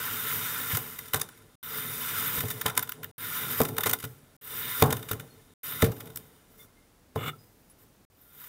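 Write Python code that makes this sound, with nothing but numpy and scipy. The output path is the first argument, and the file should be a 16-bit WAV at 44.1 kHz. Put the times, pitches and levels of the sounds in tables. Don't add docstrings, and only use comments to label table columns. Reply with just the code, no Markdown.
import sys
import numpy as np
from scipy import signal
from scipy.fft import rfft, irfft
from scipy.io import wavfile

SR = 44100
rng = np.random.default_rng(int(sys.argv[2]) if len(sys.argv) > 2 else 0)


def how_loud(loudness_db):
    steps = np.asarray(loudness_db, float) / 20
    return 10 ** steps


def to_wav(sig):
    pcm = np.clip(np.atleast_2d(sig), -1, 1) * 32767
    pcm = np.round(pcm).astype(np.int16)
    wavfile.write(sys.argv[1], SR, pcm.T)


N = 373968
HZ = np.maximum(np.fft.rfftfreq(N, 1 / SR), 1)

# start in seconds, end in seconds.
VIEWS = [
    (0, 1.555),
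    (1.628, 3.114),
    (3.180, 4.366),
    (4.412, 5.538),
    (5.632, 8.051),
    (8.100, 8.48),
]
# time in seconds, fine grit level in dB.
PRESSING = [
    [(0.0, -31.5), (0.054, -32), (0.254, -31.5), (0.306, -29.5), (0.658, -33), (0.716, -30), (0.765, -31)],
    [(1.628, -39.5), (1.775, -32.5), (1.915, -35.5), (2.187, -29.5), (2.317, -32), (2.37, -30),
     (2.395, -26.5)],
    [(3.18, -40.5), (3.228, -33), (3.308, -32.5), (3.362, -30.5), (3.57, -33), (3.61, -30)],
    [(4.412, -51.5), (4.45, -43), (4.51, -38.5), (4.604, -32.5), (4.79, -33), (4.82, -28)],
    [(5.632, -41.5), (5.646, -37), (5.662, -34), (5.795, -35.5), (5.825, -28.5)],
    [(8.104, -77), (8.236, -59.5), (8.272, -62), (8.41, -48.5), (8.48, -48.5)],
]
# time in seconds, grit level in dB,
# grit fading in dB/s, rumble level in dB, rumble fading in dB/s.
LANDINGS = [
    (0.77, -34.5, 57.5, -48, 19.5),
    (2.397, -33, 64, -40.5, 23),
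    (3.614, -42, 49, -36.5, 43.5),
    (4.827, -41.5, 49, -37.5, 39),
    (5.83, -47, 38, -39, 44.5),
    (7.17, -75, 70, -38, 98),
]
PRESS_SHARE_DB = [-2, -10, -5.5, -14.5]
PRESS_FOLLOWS = [0.88, 0.95, 1.07, 1]
DEPTH_GAIN_DB = [0.5, 1, -1, -1]

# time in seconds, fine grit peak in dB, coarse grit share in dB,
# blade flexing share in dB, dying time in ms.
CRACKS = [(0.7698, -16, -6.5, -9, 2.7), (1.1345, -14, -10.5, 0, 1.8), (1.1427, -16, -0.5, 3.5, 2.2),
          (1.2142, -17.5, 2, -2, 1.6), (2.4046, -19.5, -9.5, -7, 4.3), (2.613, -17, -8, -1.5, 1.9),
          (2.6604, -19, -2, 4, 4.6), (3.0315, -26.5, -11, -1, 2.1), (2.7752, -13, 0, 1, 1.8),
          (2.8266, -15, -17, -8, 2.8), (2.8918, -19, -14, -6.5, 2.3), (3.043, -20.5, -14.5, -6.5, 0.83),
          (3.6033, -18, -9, -5, 1.4), (3.6143, -13.5, -9, -4.5, 3.1), (3.633, -21, -11, -21, 2.4),
          (3.8584, -18.5, -5, 1, 2.6), (3.8656, -20, -3, -0.5, 9.8), (3.932, -11.5, -9, -5.5, 3.9),
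          (4.8228, -9, -4.5, 2, 1.4), (4.9258, -16.5, -3.5, 0, 2.5), (5.1123, -16, -10.5, -4.5, 4.2),
          (5.8219, -15, -5, 3, 3.4), (6.1589, -20.5, -6.5, -13.5, 1), (6.1714, -22.5, -7.5, -11, 1.9)]
# time in seconds, fine grit peak in dB, dying time in ms.
STEEL_TICKS = [(0.7486, -27, 2.7), (0.9882, -30, 2.3), (1.2878, -41.5, 2.3), (2.679, -30, 6.2),
               (2.697, -31, 4.3), (2.874, -40, 2.6), (2.9198, -23.5, 0.82), (3.65, -28.5, 5.5),
               (3.7668, -28.5, 0.69), (3.782, -15.5, 1.15), (3.8342, -22, 5.1), (4.026, -34, 4),
               (4.0392, -28.5, 3.4), (4.837, -28, 3.6), (4.9043, -24.5, 4.3), (4.967, -32.5, 2.8),
               (4.993, -43, 2.4), (5.028, -32.5, 1.6), (5.0873, -32.5, 9.5), (5.131, -30.5, 2.7),
               (5.1975, -31, 1.3), (5.842, -25, 7.8), (5.9174, -39, 4.8), (5.965, -45, 2.9),
               (6.0045, -34.5, 4.1), (6.072, -43, 3), (6.101, -45, 2.4), (7.157, -39, 8.3),
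               (8.439, -48, 4.5)]
# time in seconds, fine grit peak in dB,
# dying time in ms.
SAND_TICKS = [(1.0554, -41, 3), (1.082, -34.5, 1.9), (1.159, -27, 10), (1.197, -29, 4.8), (1.374, -49, 2.6),
              (1.42, -65, 3.1), (2.4548, -36, 2.6), (2.483, -30, 4.5), (2.5027, -23, 4.7), (2.511, -29, 4),
              (2.751, -32, 2.1), (2.766, -29, 2.6), (2.7927, -16, 1.2), (3.686, -28.5, 4.1),
              (3.807, -22.5, 3.5), (3.894, -18.5, 6.6), (3.9115, -17.5, 1.3), (3.987, -37, 3.2),
              (4, -35.5, 8.2), (4.0497, -27, 2.2), (4.859, -33, 6.5), (5.206, -36, 2), (5.8614, -35, 5.9),
              (6.0566, -44, 3.4), (7.44, -56.5, 2), (7.6986, -54.5, 1.5)]
# frequency in Hz, width in Hz, level in dB.
BLADE = [(1022, 93, -9.5), (1400, 312, -3), (1773, 170, -5.5), (2052, 300, -8), (2271, 670, -12.5),
         (2930, 420, -9.5), (3620, 320, -6), (4950, 290, -16.5), (5736, 350, -17.5), (6890, 240, -18),
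         (7900, 350, -17.5), (9110, 550, -12), (10500, 480, -11), (12060, 380, -4.5), (13430, 700, 0),
         (14650, 320, -4.5), (15220, 600, -5.5)]
# frequency in Hz, level in dB.
GRIT = [(700, -30.5), (1000, -11), (2500, -17), (4200, -25.5), (7000, -20), (11000, -20.5), (13000, -10.5),
        (16000, -15)]
BLADE_BANDS_HZ = [11000, 4100]

# time in seconds, peak in dB, deep thump share in dB,
# bright clack share in dB, settling time in ms.
KNOCKS = [(0.732, -42.5, 19.5, -2, 12), (0.77, -33.5, -23, 2.5, 42), (1.141, -26.5, -1.5, 7.5, 47),
          (1.215, -44, -16.5, 8, 58), (2.378, -50, 24, -13, 19), (2.437, -28.5, 4, -14, 9.2),
          (2.657, -33, 6.5, 18, 45), (2.775, -35.5, -6, 11, 33), (3.603, -11, -11.5, -4, 32),
          (3.785, -28.5, -30, 6, 28), (3.86, -20.5, -10, 0.5, 60), (3.934, -38, -27, 16, 2.6),
          (4.038, -35, 4, -7, 40), (4.822, -8, -4, -1.5, 63), (4.926, -23.5, -4, -1, 34),
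          (5.111, -29, 2.5, -5, 60), (5.827, -9.5, 0, -20, 50), (7.159, -21, -2.5, -2, 27)]
# frequency in Hz, width in Hz, level in dB.
TABLE = [(71, 60, -25), (106.7, 21, 1.5), (126.3, 6.9, -0.5), (146.2, 8.5, 0.5), (189, 14, -7.5),
         (241.4, 34, -8), (285.7, 11, -7.5), (320, 75, -14.5), (379.4, 8.1, -8.5), (434.7, 25.7, -2),
         (679, 110, -10), (740, 84, -6.5), (856, 90, -9), (1024, 88, -7), (1490, 800, -22)]
TABLE_BANDS_HZ = [550, 200]

# time in seconds, fine grit level in dB, swell in ms,
# length in ms, dying time in ms.
BRUSHES = [
    (4.07, -55, 8, 43, 30),
    (4.358, -59, 4, 6, 4),
    (6.5, -60, 15, 100, 8),
    (6.585, -53, 7, 60, 14),
    (7.7, -62, 8, 25, 7.4),
    (7.79, -57, 10, 43, 26),
]
BRUSH_SHARE_DB = [-5, -10, -13, -8.5]
# start in seconds, length in seconds,
# frequency in Hz, level in dB.
SQUEAKS = [(5.278, .08, 4290, -65), (6.574, 0.051, 2120, -60), (6.582, 0.066, 3540, -58.5),
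           (6.595, 0.061, 5680, -69), (6.675, 0.032, 2100, -66), (6.755, 0.045, 2110, -62),
           (6.8, .06, 2120, -73), (7.326, 0.036, 1330, -52.5), (7.383, 0.06, 4990, -60.5),
           (7.42, 0.075, 5030, -73), (7.695, 0.028, 10600, -55), (8.218, 0.16, 1390, -69.5),
           (8.147, 0.3, 10600, -71), (8.15, 0.23, 9050, -73)]
# time in seconds, chatter level in dB.
DRAG = [
    (7.16, -73),
    (7.175, -47),
    (7.201, -42.5),
    (7.25, -38.5),
    (7.284, -31.5),
    (7.298, -38.5),
    (7.305, -47.5),
    (7.312, -70),
    (7.37, -75),
]
DRAG_SHARE_DB = [-9.5, -21, -7.5, -6]
# frequency in Hz, width in Hz,
# level in dB.
FLAT = [(1280, 200, 1.5), (2180, 230, -4.5), (2880, 160, -4.5), (3470, 130, -3.5), (7900, 2000, -23)]
# frequency in Hz, density in dB per Hz.
ROOM_TONE = [(18, -40), (30, -2), (245, -6), (426, -11), (2480, -23.5), (2680, -24), (14000, -27.5),
             (16000, -28.5)]


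def rms_one(x):
    return x / np.sqrt(np.mean(x ** 2) + 1e-20)


def layers(values):
    return np.array(values)[:, None]


def in_time(rows):
    s, *columns = np.transpose(rows)
    return [np.interp(np.arange(N) / SR, s, column) for column in columns]


def at_hz(points):
    hz, db = np.transpose(points)
    return how_loud(np.interp(np.log(HZ), np.log(hz), db))


def modes(table):
    response = 0
    for k, (hz, width, db) in enumerate(table):
        ring = 1j * HZ * width / (hz ** 2 - HZ ** 2 + 1j * HZ * width)
        response = response + (-1) ** k * how_loud(db) * ring
    return response


def steep(mode):
    hz, width, db = mode
    return how_loud(db) * modes([(hz, width, 0)]) ** 2


def through(x, response):
    return irfft(rfft(x) * response, N)


def level_kept(response):
    return response / np.sqrt(np.mean(np.abs(response) ** 2))


def bands(edges_hz, order):
    under_top, under_low = [1 / (1 + (HZ / hz) ** order) for hz in edges_hz]
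    return 1 - under_top, under_top - under_low, under_low


def drift(rate):
    lowpass = signal.butter(2, rate, fs=SR / 32, output="sos")
    slow = signal.sosfilt(lowpass, rng.standard_normal(N // 32 + 2002))[2000:]
    return np.interp(np.arange(N) / 32, np.arange(len(slow)), rms_one(slow))


def grains(per_s, spread_db):
    sizes = how_loud(spread_db * np.minimum(rng.exponential(1, N), 5)) * rng.standard_normal(N)
    return rms_one(sizes * (rng.random(N) < per_s / SR))


def burst(s, swell_ms, dying_ms):
    ms = np.arange(round(.12 * SR)) / SR * 1000 - 15
    swell, dying = np.exp(ms / max(swell_ms, .1)), np.exp(-ms / max(dying_ms, .3))
    return round((s - .015) * SR), np.where(ms < 0, swell, dying)


def pressing():
    t, firm_db = np.arange(N) / SR, -35
    power = np.zeros((4, N))
    for cut in PRESSING:
        start, end = cut[0][0], cut[-1][0]
        depth = np.clip((t - start) / (end - start), 0, 1)
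        db = layers(PRESS_SHARE_DB) + layers(PRESS_FOLLOWS) * (in_time(cut)[0] - firm_db) + firm_db
        power += how_loud(db + layers(DEPTH_GAIN_DB) * depth) ** 2 * (t >= start) * (t < end)
    return power


def settling():
    t = np.arange(N) / SR
    share_db, follows = layers([-2.5, -12, -9.5]), layers([0.95, 0.56, 0.56])
    creep_db, creep_fading = layers([-63, -68.5, -72, -67.5]), 18
    power = np.zeros((4, N))
    for s, grit_db, grit_fading, rumble_db, rumble_fading in LANDINGS:
        since = np.maximum(t - s, 0)
        grit = grit_db + share_db - follows * grit_fading * since
        relaxing = np.vstack([grit, rumble_db - rumble_fading * since])
        creep = creep_db - creep_fading * since
        power += (how_loud(relaxing) ** 2 + how_loud(creep) ** 2) * (t >= s)
    return power


def effort():
    drag_power = how_loud(dragging() + layers(DRAG_SHARE_DB)) ** 2
    return 10 * np.log10(1e-12 + pressing() + settling() + brushing() + drag_power)


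def buried():
    t, db = np.arange(N) / SR, np.zeros(N)
    for cut in PRESSING[1:]:
        since = t - cut[0][0]
        db += -7.5 * np.exp(-np.maximum(since, 0) / 0.33) * (since >= 0)
    return how_loud(db)


def crunches():
    steel = [(s, db, -4.5, 2.5, ms) for s, db, ms in STEEL_TICKS]
    sand = [(s, db, -7, -5, ms) for s, db, ms in SAND_TICKS]
    trickle_db, dull_db, trickle_ms = -34.5, 4.5, 25
    for s, db, coarse_db, flex_db, ms in CRACKS + steel + sand:
        swell_ms = 1.1 + .12 * ms
        yield s, db, coarse_db, flex_db, swell_ms, ms
        yield s, db + trickle_db, coarse_db + dull_db, flex_db + dull_db, swell_ms, trickle_ms


def blade(levels):
    clumps = 0.68 * drift(6.3)
    steady = np.array([how_loud(db + clumps + 0.67 * drift(9.9)) for db in levels[:3]])
    slips = np.zeros_like(steady)
    for s, db, coarse_db, flex_db, swell_ms, dying_ms in crunches():
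        at, shape = burst(s + .0013, swell_ms, dying_ms)
        slips[:, at:at + len(shape)] += how_loud(db + layers([0, coarse_db, flex_db]) - 6) * shape[:N - at]

    contacts = grains(per_s=15000, spread_db=1.0)
    scatter = grains(per_s=15000, spread_db=2.0)
    weights = bands(BLADE_BANDS_HZ, order=24)
    rings, between = [steep(mode) for mode in BLADE], at_hz(GRIT)
    whole = np.sqrt(sum(np.abs(ring) ** 2 for ring in rings) + between ** 2)
    scale = layers([1 / np.sqrt(np.mean((whole * weight) ** 2)) for weight in weights])

    sand_force = steady * buried() + how_loud(layers([1.5, 2.5, -2.5])) * slips
    crushed = scale * sand_force * scatter
    spectrum = between * sum(rfft(band) * weight for band, weight in zip(crushed, weights))
    struck = scale * (steady + slips) * contacts
    for mode, ring in zip(BLADE, rings):
        which = sum(mode[0] < hz for hz in BLADE_BANDS_HZ)
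        grip = how_loud(.9 * drift(3) + 1.4 * drift(35))
        spectrum = spectrum + rfft(struck[which] * grip) * ring
    return irfft(spectrum, N)


def table(levels):
    steady = how_loud(levels[3] + 2.4 * drift(7)) * rng.standard_normal(N)
    top = modes(TABLE)
    rumble = top / (1 + (HZ / 360.0) ** 2) / (1 + (124.0 / HZ) ** 2)
    out = through(steady, level_kept(rumble))
    rings = [irfft(top * weight, N)[:SR // 2] for weight in bands(TABLE_BANDS_HZ, order=6)]
    for s, db, thump_db, clack_db, settling_ms in KNOCKS:
        at, shape = burst(s + 0.0011, 3.1, settling_ms)
        click = np.arange(len(shape)) == shape.argmax()
        rocking = rng.standard_normal(len(shape)) * shape
        for ring, share_db, rocked in zip(rings, [clack_db, 0, thump_db], [.025, .02, .02]):
            knock = signal.fftconvolve(click + rocked * rocking, ring)[:N - at]
            out[at:at + len(knock)] += how_loud(db + share_db - 3.5) * knock / np.abs(knock).max()
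    return out


def brushing():
    t, power = np.arange(N) / SR, np.zeros((4, N))
    for s, db, swell_ms, length_ms, dying_ms in BRUSHES:
        ms = (t - s) * 1000
        swell = np.minimum(ms, 0) / swell_ms
        dying = np.maximum(ms - length_ms, 0) / dying_ms
        power += how_loud(db + layers(BRUSH_SHARE_DB)) ** 2 * np.exp(2 * swell - 2 * dying)
    return power


def squeaks():
    out, waver = np.zeros(N), how_loud(4.0 * drift(61.5))
    for s, length, hz, db in SQUEAKS:
        t = np.arange(round(length * SR)) / SR
        tone = np.sin(np.pi * t / length) * np.sin(2 * np.pi * hz * t)
        out[round(s * SR):][:len(t)] += how_loud(db) * tone
    return out * waver


def dragging():
    return in_time([(DRAG[0][0] - .005, -110), *DRAG, (DRAG[-1][0] + .02, -110)])[0]


def drag():
    chatter = how_loud(dragging() + 1.7 * drift(70)) * grains(per_s=4700, spread_db=-0.5)
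    return through(chatter, level_kept(sum(map(steep, FLAT))))


def room_tone():
    db = -58.5 - 3 - 1.5 * (np.arange(N) > VIEWS[-1][0] * SR)
    return how_loud(db) * through(rng.standard_normal(N), level_kept(at_hz(ROOM_TONE)))


def room_tail(steel):
    t = np.arange(SR // 4) / SR
    tail = rms_one(rng.standard_normal(len(t))) * how_loud(-60 * t / 0.13) * (t > .003)
    return how_loud(-41) * signal.fftconvolve(steel, tail)[:N]


def scene():
    levels = effort()
    steel = blade(levels) + drag() + squeaks()
    return np.tile(steel + table(levels) + room_tail(steel) + room_tone(), (2, 1))


def low_pass(x):
    return signal.sosfilt(signal.butter(12, 16810, fs=SR, output="sos"), x)


def record(dry):
    t = np.arange(N) / SR
    running = sum((t >= start) & (t < end) for start, end in VIEWS)
    lowpass = signal.ellip(11, .5, 66, 15740, fs=SR, output="sos")
    mix = signal.sosfilt(lowpass, dry) * running
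    return low_pass(mix)


dry = scene()
out = record(dry)
to_wav(out)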